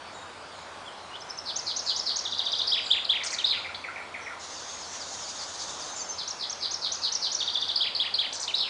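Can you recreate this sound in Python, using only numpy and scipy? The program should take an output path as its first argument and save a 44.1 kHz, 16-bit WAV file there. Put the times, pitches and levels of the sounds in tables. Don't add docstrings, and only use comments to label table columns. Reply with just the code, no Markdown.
import sys
import numpy as np
from scipy import signal
from scipy.fft import rfft, irfft, next_fast_len
from scipy.io import wavfile
from scipy.ndimage import uniform_filter1d, map_coordinates

SR = 44100
rng = np.random.default_rng(int(sys.argv[2]) if len(sys.argv) > 2 else 0)


def persist_wave(psi):
    counts = np.round(np.clip(psi, -1, 1) * 32767).astype(np.int16)
    wavfile.write(sys.argv[1], SR, np.atleast_2d(counts).T)


N = 383229

# time_s, pitch_hz, level_db
LEAD = [(0, 6270, -32), (.012, 6260, -5.5), (.018, 6250, -8), (.021, 5020, -6), (.028, 5500, 4),
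        (.038, 5780, -12)]
# time_s, pitch_hz, level_db, warble_depth_hz, warble_rate_hz
BUZZ = [(0, 5250, -16, 400, 180), (.012, 4900, -7, 500, 180), (.034, 4500, -1.5, 600, 130),
        (.046, 4150, 0, 700, 80), (.068, 3850, -2.5, 900, 72), (.079, 3900, -12, 900, 72)]
# time_s, pitch_hz, level_db
ARCH = [(0, 4840, -19), (.007, 5850, -1), (.014, 6630, -5.5), (.021, 6990, -8), (.0255, 8260, -34),
        (.032, 6530, -11.5), (.039, 5660, 0.5), (.046, 4860, -9.5)]
# time_s, pitch_hz, level_db
TRILL = [(0, 4616, -14.5), (.009, 4940, -9.5), (.013, 6580, -18), (.017, 3925, -3), (.028, 3460, -2),
         (.036, 2750, -25), (.042, 3970, 1), (.047, 4700, -15)]
# time_s, pitch_hz, level_db, warble_depth_hz, warble_rate_hz
DIP = [(0, 5050, -9, 200, 250), (.003, 4650, -1, 200, 250), (.008, 4200, -1, 100, 250),
       (.011, 3850, -9, 100, 250), (.016, 4450, -2, 200, 250), (.022, 5150, -12, 250, 250)]
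# time_s, pitch_hz, level_db
FLICK = [(0, 5300, -12), (.005, 4700, -10), (.008, 4000, 2), (.011, 3600, -12)]
# time_s, pitch_hz, level_db
SWOOP = [(0, 2945, -20), (.008, 3260, -0.5), (.019, 3865, 0.5), (.024, 4200, -11), (.029, 3450, -6),
         (.035, 3190, 0)]
# time_s, pitch_hz, level_db
TUMBLE = [(0, 3357, -4), (.009, 2582, -19.5), (.019, 1747, -21), (.037, 3250, -9), (.054, 1790, -17.5)]
# time_s, pitch_hz, level_db
RING = [(0, 4494, -3.5), (.008, 4793, -2.5), (.018, 4950, -9)]
# time_s, pitch_hz, level_db, warble_depth_hz, warble_rate_hz
RASP = [(0, 3400, -25, 502, 199), (.008, 4210, 1, 804, 209), (.018, 4300, 1, 800, 200)]
# time_s, pitch_hz, level_db, warble_depth_hz, warble_rate_hz
SIZZLE = [(0, 3400, -14, 99.5, 172), (.005, 4900, -1, 293, 181.2), (.011, 8100, -5, 970, 168.4),
          (.02, 7540, -16, 1180, 168.7), (.03, 6400, -3, 1070, 170), (.041, 5300, -3, 1190, 168),
          (.048, 4860, -25, 1036, 166)]
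# time_s, pitch_hz, level_db
TICK = [(0, 3160, -15), (.005, 3800, 1), (.01, 4900, -14)]
# time_s, pitch_hz, level_db
SLUR = [(0, 2000, -14), (.008, 2750, -6), (.016, 3250, 0), (.024, 3200, 0), (.032, 2750, -5),
        (.042, 2100, -12)]
# time_s, pitch_hz, level_db, warble_depth_hz, warble_rate_hz
FLOURISH = [(0, 3300, -12, 0, 74), (.004, 3650, 4, 0, 74), (.012, 4100, 4, 100, 74),
            (.018, 4400, -8, 800, 74), (.028, 4350, -3, 850, 67), (.064, 4300, -3.5, 850, 67),
            (.072, 3950, 3, 350, 190), (.088, 3600, -4, 450, 190), (.15, 2100, -19, 300, 190)]
# time_s, pitch_hz, level_db
THIN = [(0, 6350, -10), (.01, 6250, 0), (.028, 6200, -6), (.033, 5370, -14), (.06, 5350, -10)]

# time_s, pitch_hz, level_db
CHIP = [(0, 2595, 3), (.005, 2390, -4.5), (.011, 2177, -3), (.017, 1900, -7), (.024, 1550, -20.5)]
# time_s, pitch_hz, level_db
PIP = [(0, 1505, 1), (.012, 1410, 2.5), (.03, 1370, -22)]
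# time_s, pitch_hz, level_db
WHISTLE = [(0, 6600, -9), (.02, 5650, -2), (.038, 4850, 0), (.052, 4480, -2), (.072, 4250, -11)]
# time_s, pitch_hz, level_db
HOOK = [(0, 6200, -8), (.025, 5100, 0), (.048, 4400, -2), (.065, 4650, 0), (.085, 5100, -1),
        (.1, 4600, -10)]
# time_s, pitch_hz, level_db
SAG = [(0, 5000, -11), (.07, 4920, -5), (.12, 4530, -3), (.17, 3940, -2)]
# time_s, pitch_hz, level_db
DOWNSLUR = [(0, 3440, -9), (.018, 3500, 3), (.032, 3150, 3), (.045, 2780, -18)]
# time_s, pitch_hz, level_db
UPSLUR = [(0, 2974, -13), (.025, 2975, -7), (.045, 3200, -1.5), (.058, 3800, 0)]
# time_s, pitch_hz, level_db, warble_depth_hz, warble_rate_hz
SEEP = [(0, 7500, -3, 300, 120), (.03, 7240, 8.5, 407, 120.4), (.08, 7100, 2, 400, 120),
        (.12, 7100, -4, 302, 119)]
# time_s, pitch_hz, level_db
HOLD = [(0, 4800, -10), (.04, 4750, 0), (.14, 4700, 0), (.2, 4650, -8)]

# start_s, repeats, first_gap_s, gap_loss_s, level_db, step_db, pitch_ratio
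LEADS = [(1.199, 3, .085, 0.0024, -42, 3.5, 0.98)]
# start_s, repeats, first_gap_s, gap_loss_s, level_db, step_db, pitch_ratio
THINS = [(5.915, 3, .0865, 0, -42, 4.3, 1.005)]
# start_s, repeats, first_gap_s, gap_loss_s, level_db, step_db, pitch_ratio
PAIRS = [(1.452, 4, .204, 0.0036, -30.5, 3.1, 1), (6.17, 6, .2195, .0055, -30.5, 1.7, 1)]
# start_s, repeats, first_gap_s, gap_loss_s, level_db, step_db, pitch_ratio
TRILLS = [(2.236, 6, .0706, 0.0012, -25.5, 1, 0.99), (7.388, 5, .0717, 0, -24, 0.39, 0.97)]
# start_s, repeats, first_gap_s, gap_loss_s, level_db, step_db, pitch_ratio
SWOOPS = [(2.714, 3, .188, 0.00038, -18.5, 0.15, 1), (7.802, 3, .191, 0.0028, -21.5, 0, 0.99)]
# start_s, repeats, first_gap_s, gap_loss_s, level_db, step_db, pitch_ratio
COUPLETS = [(3.201, 4, .324, 0.011, -34.5, 0.015, 0.97)]

# start_s, level_db, pitch_ratio, length_ratio
DIPS = [(2.67, -22, 1.087, 1.9), (7.757, -22.5, 1.03, 1.3), (7.949, -21.5, 1, 1), (8.139, -21.5, 1.005, 1)]
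# start_s, level_db, pitch_ratio, length_ratio
FLICKS = [(2.861, -24.5, 0.98, 1), (3.046, -21, 0.99, 0.96)]
# start_s, level_db, pitch_ratio, length_ratio
RASPS = [(3.739, -34, .935, 1), (3.763, -41, 1, 0.73)]
# start_s, level_db, pitch_ratio
ENDINGS = [(3.231, -30.5, 0.99), (8.323, -31.5, .96)]
# start_s, level_db, pitch_ratio
FLOURISHES = [(3.44, -24.5, .98), (8.539, -24.5, 1.02)]
# start_s, level_db, pitch_ratio, length_ratio
HOLDS = [(0, -55, .95, .6), (.12, -54, .8, .8)]
# start_s, level_db, pitch_ratio, length_ratio
SEEPS = [(.12, -62, 1, 1), (.53, -66, .93, 1.3), (1.849, -50, 0.99, 0.39), (2.829, -56.5, 1.02, 1.2),
         (4.2, -55.5, .8, 0.67), (5.95, -43, 0.96, 0.52)]
# start_s, level_db, pitch_ratio, length_ratio
SAGS = [(.41, -55, 1, 1), (1.56, -55, .54, .9)]
# start_s, level_db, pitch_ratio, length_ratio
DOWNSLURS = [(.857, -44.5, 0.98, 0.98)]
# start_s, level_db, pitch_ratio, length_ratio
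UPSLURS = [(1.108, -39, 0.96, 0.99)]
# start_s, level_db
WHISTLES = [(4.53, -44), (4.8, -44), (4.975, -41), (5.572, -40), (5.785, -41), (5.96, -41)]
# start_s, level_db
HOOKS = [(5.21, -42), (5.368, -41)]

# freq_hz, relative_density_db
RUSH = [(15, -63), (25, -27), (82, -10.5), (97, -9), (114, -15.5), (139, -12.5), (421, -7.5), (579, -3.5),
        (633, -3), (949, -1.5), (1240, -4), (1420, -6), (1700, -14.5), (2210, -36.5), (3740, -120)]
# freq_hz, relative_density_db
LEAVES = [(880, -46), (1500, -5.5), (2950, -9.5), (3680, -9.5), (4180, -10), (4590, -12), (5920, -16.5),
          (7280, -19.5), (10000, -25), (13000, -87), (22000, -120)]
# freq_hz, relative_density_db
HISS = [(2500, -18.5), (3600, 0), (4600, -2), (5900, 0.5), (6600, 4), (7400, -6), (8200, -16), (9500, -17),
        (10500, -41)]
# freq_hz, t60_s
WOOD = [(1500, 0.32), (4000, 0.43), (6500, 0.56), (10000, 0.37)]

ARCH_DELAY_S, ARCH_DB, ARCH_PITCH_RATIO = .102, -27.5, .97
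ARCH_FOLLOWS = 0.22
FULL_BUZZ_DB = -24
TUMBLE_DELAY_S = .034
SIZZLE_GAP_S, SLUR_DELAY_S = .07, .153
CHIP_GAP_S, PIP_DELAY_S, PIP_DB = .119, .047, -5.5
HISS_START_S, HISS_PEAK_S, HISS_ATTACK_S = 4.39, 5.78, 0.015
HISS_PEAK_DB, HISS_RISE_DB_PER_S, HISS_FALL_DB_PER_S = -38, 4, 34.5
RUSH_DB, RUSH_SINK_DB_PER_S = -44.4, 0.1559
GUST_S, GUST_WIDTH_S, GUST_DB = 5.83, 0.36, 2
TOP_HZ = 10150


def amp(db):
    return 10 ** (np.asarray(db) / 20)


def unit(x):
    return x / np.sqrt(np.mean(x ** 2) + 1e-20)


def along(points, hz):
    point_hz, values = np.transpose(points)
    return np.interp(np.log(hz + 1), np.log(point_hz + 1), values)


def wobble(knots_per_s, size):
    knots = rng.standard_normal(int(size * knots_per_s / SR) + 4)
    return map_coordinates(knots, [np.arange(size) * knots_per_s / SR])


def filtered(x, response):
    m = next_fast_len(N + SR // 2)
    return irfft(rfft(x, m) * response(np.fft.rfftfreq(m, 1 / SR)), m)[:N]


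def noise(spectrum, patchy_db):
    z = signal.stft(rng.standard_normal(N), nperseg=512)[2]
    field = uniform_filter1d(rng.standard_normal(z.shape), 5, 0)
    field = uniform_filter1d(field, 16, 1)
    patchy = signal.istft(z * amp(patchy_db * unit(field)), nperseg=512)[1][:N]
    return unit(filtered(patchy, lambda hz: amp(along(spectrum, hz))))


def background():
    t = np.arange(N) / SR
    gust_db = GUST_DB * np.exp(-((t - GUST_S) / GUST_WIDTH_S) ** 2)
    rush_db = RUSH_DB - RUSH_SINK_DB_PER_S * t + gust_db
    rush = amp(rush_db) * noise(RUSH, patchy_db=0.57)
    leaves = amp(-48.5) * noise(LEAVES, patchy_db=2.0)
    hum_hz = 88 + 1.826 * wobble(9, size=N)
    hum_db = -64.0 + 2.5 * wobble(7.7, size=N)
    hum = amp(hum_db) * np.sin(2 * np.pi * np.cumsum(hum_hz) / SR)
    return rush + leaves + hum


def add(track, start_s, sound):
    part = track[round(start_s * SR):][:len(sound)]
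    part += sound[:len(part)]


def syllable(gesture, pitch=1, length=1, jitter=0.0055, flutter_db=0, uneven=.06,
             throat_hz=4100, skirt_db_per_octave=14, overtone_db=-34):
    time_s, *columns = np.transpose(gesture)
    time_s = np.maximum.accumulate(time_s) * length
    t = np.arange(int(time_s[-1] * SR)) / SR
    curves = [uniform_filter1d(np.interp(t, time_s, c), size=64, mode="nearest") for c in columns]
    hz, db, *warble = curves
    if warble:
        depth_hz, rate_hz = warble
        uneven_rate_hz = rate_hz * (1 + uneven * wobble(195.8, size=len(t)))
        swung_hz = hz + depth_hz * np.sin(2 * np.pi * np.cumsum(uneven_rate_hz) / SR)
        octaves_off = abs(np.log2(swung_hz / throat_hz)) - abs(np.log2(hz / throat_hz))
        db = db - skirt_db_per_octave * octaves_off
        hz = swung_hz
    jittered_hz = hz * pitch * (1 + jitter * wobble(500, size=len(t)))
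    phase = 2 * np.pi * np.cumsum(jittered_hz) / SR
    fade = np.minimum(1, np.minimum(t, t[-1] - t) / .0015)
    voice = np.sin(phase) + amp(overtone_db) * np.sin(2 * phase)
    level = amp(db + flutter_db * wobble(313.4, size=len(t)))
    return np.sqrt(2) * fade * level * voice


def woodland(sound, trunk_db, near_db, far_db, near_t60_s=0.25, build_s=0.047):
    hz, frame_s, z = signal.stft(rng.standard_normal(SR * 3 // 4), SR, nperseg=256)
    decay = amp(-60 * frame_s / along(WOOD, hz)[:, None])
    wash = signal.istft(z * decay, SR, nperseg=256)[1]
    t = np.arange(len(wash)) / SR
    wash *= 1 - np.exp(-t / build_s)
    branches = rng.standard_normal(len(t)) ** 3 * amp(-60 * t / near_t60_s) * (t > .003)
    response = amp(near_db) * branches / np.linalg.norm(branches)
    response += amp(far_db) * wash / np.linalg.norm(wash)
    response[(SR * rng.uniform(.003, .02, size=3)).astype(int)] += amp(trunk_db)
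    response[0] += 1
    return signal.fftconvolve(sound, response)


def sing(phrases, trunk_db, near_db, far_db, flutter_db):
    track = np.zeros(N)
    for gesture, notes in phrases:
        for start_s, db, *shape in notes:
            whistle = syllable(gesture, *shape, flutter_db=flutter_db)
            add(track, start_s, amp(db) * woodland(whistle, trunk_db, near_db, far_db))
    return track


def repeats(runs, scatter_db=0.1, scatter_pitch=0.0062):
    notes = []
    for start_s, count, gap_s, gap_loss_s, db, step_db, pitch in runs:
        for k, (a, b) in enumerate(rng.standard_normal((round(count), 2))):
            note_s = start_s + k * gap_s - gap_loss_s * k * (k - 1) / 2
            note_db = db + k * step_db + scatter_db * a
            notes.append((note_s, note_db, pitch * (1 + scatter_pitch * b)))
    return notes


def after(notes, delay_s, db=0, length=1):
    return [(s + delay_s, level_db + db, pitch, length) for s, level_db, pitch in notes]


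def far_birds():
    couplets = repeats(COUPLETS)
    calls = couplets + [(s + CHIP_GAP_S, db, pitch) for s, db, pitch in couplets]
    chip_notes = after(calls, 0.00205, length=0.79)
    chips = sing([(CHIP, chip_notes)], trunk_db=-11, near_db=-1.5, far_db=1, flutter_db=2.0)
    slurs = [(WHISTLE, WHISTLES), (HOOK, HOOKS), (SAG, SAGS), (DOWNSLUR, DOWNSLURS), (UPSLUR, UPSLURS)]
    clear = sing(slurs, trunk_db=-14.5, near_db=-13.5, far_db=-8.0, flutter_db=2.5)
    pip_notes = after(calls, PIP_DELAY_S, db=PIP_DB, length=0.82)
    faint = [(PIP, pip_notes), (SEEP, SEEPS), (HOLD, HOLDS)]
    blurred = sing(faint, trunk_db=-19, near_db=0, far_db=-3.5, flutter_db=4.0)
    return amp(0.3) * chips + amp(-1.0) * clear + amp(-6.0) * blurred


def arches(pairs):
    mean_db = np.mean([db for s, db, pitch in pairs])
    return [(s + ARCH_DELAY_S, ARCH_DB + ARCH_FOLLOWS * (db - mean_db), pitch * ARCH_PITCH_RATIO)
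            for s, db, pitch in pairs]


def chaffinch():
    pairs = repeats(PAIRS, scatter_db=0.16)
    trills = repeats(TRILLS, scatter_db=.5)
    swoops = repeats(SWOOPS, scatter_db=0.0)

    leads = after(repeats(LEADS), 0, length=.85)
    thins = repeats(THINS, scatter_pitch=0.0018)
    high = [(LEAD, leads), (THIN, thins), (ARCH, arches(pairs))]
    opening = sing(high, trunk_db=-14, near_db=-15.5, far_db=-10.0, flutter_db=4.0)

    buzz_notes = [(s, min(db, FULL_BUZZ_DB), pitch, .92) for s, db, pitch in pairs]
    rough = [(BUZZ, buzz_notes), (RASP, RASPS)]
    buzzes = sing(rough, trunk_db=-8.5, near_db=-10, far_db=-4.5, flutter_db=3.5)

    trill = sing([(TRILL, trills), (DIP, DIPS)], trunk_db=-17, near_db=-7.0, far_db=-6.0, flutter_db=2.5)

    rings = trills + after(swoops, -0.035, db=-4)
    ringing = sing([(RING, rings)], trunk_db=-11, near_db=3.5, far_db=8, flutter_db=6.5)

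    swoop_parts = [(FLICK, FLICKS), (SWOOP, swoops), (TUMBLE, after(swoops, TUMBLE_DELAY_S))]
    swooping = sing(swoop_parts, trunk_db=-19, near_db=-7.5, far_db=-7, flutter_db=2.4)

    twice = after(ENDINGS, 0, length=1.08) + after(ENDINGS, SIZZLE_GAP_S, db=1.2, length=1.08)
    sizzles = sing([(SIZZLE, twice)], trunk_db=-7, near_db=-5.5, far_db=-7, flutter_db=3)

    ticks = after(ENDINGS, SLUR_DELAY_S, db=6.5)
    slurs = after(ENDINGS, SLUR_DELAY_S, db=0.5)
    close = [(TICK, ticks), (SLUR, slurs), (FLOURISH, FLOURISHES)]
    ending = sing(close, trunk_db=-17.5, near_db=-9.5, far_db=-7, flutter_db=3.0)

    return (amp(0.7) * opening + amp(-3.1) * buzzes + amp(-1.8) * trill + amp(-20.0) * ringing
            + amp(-1.5) * swooping + amp(-2) * sizzles + amp(-1.6) * ending)


def high_hiss():
    t = np.arange(N) / SR
    rise_db = HISS_RISE_DB_PER_S * (t - HISS_PEAK_S)
    fall_db = HISS_FALL_DB_PER_S * (HISS_PEAK_S - t)
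    swell_db = HISS_PEAK_DB + np.minimum(rise_db, fall_db)
    shiver_db = 1.3 * wobble(40, size=N)
    onset = np.clip((t - HISS_START_S) / HISS_ATTACK_S, 0, 1)
    return onset * amp(swell_db + shiver_db) * noise(HISS, patchy_db=1.9)


def scene():
    return (background() + far_birds() + chaffinch() + high_hiss())[None]


def record(dry):
    return filtered(dry[0], lambda hz: hz < TOP_HZ)[None]


dry = scene()
out = record(dry)
persist_wave(out)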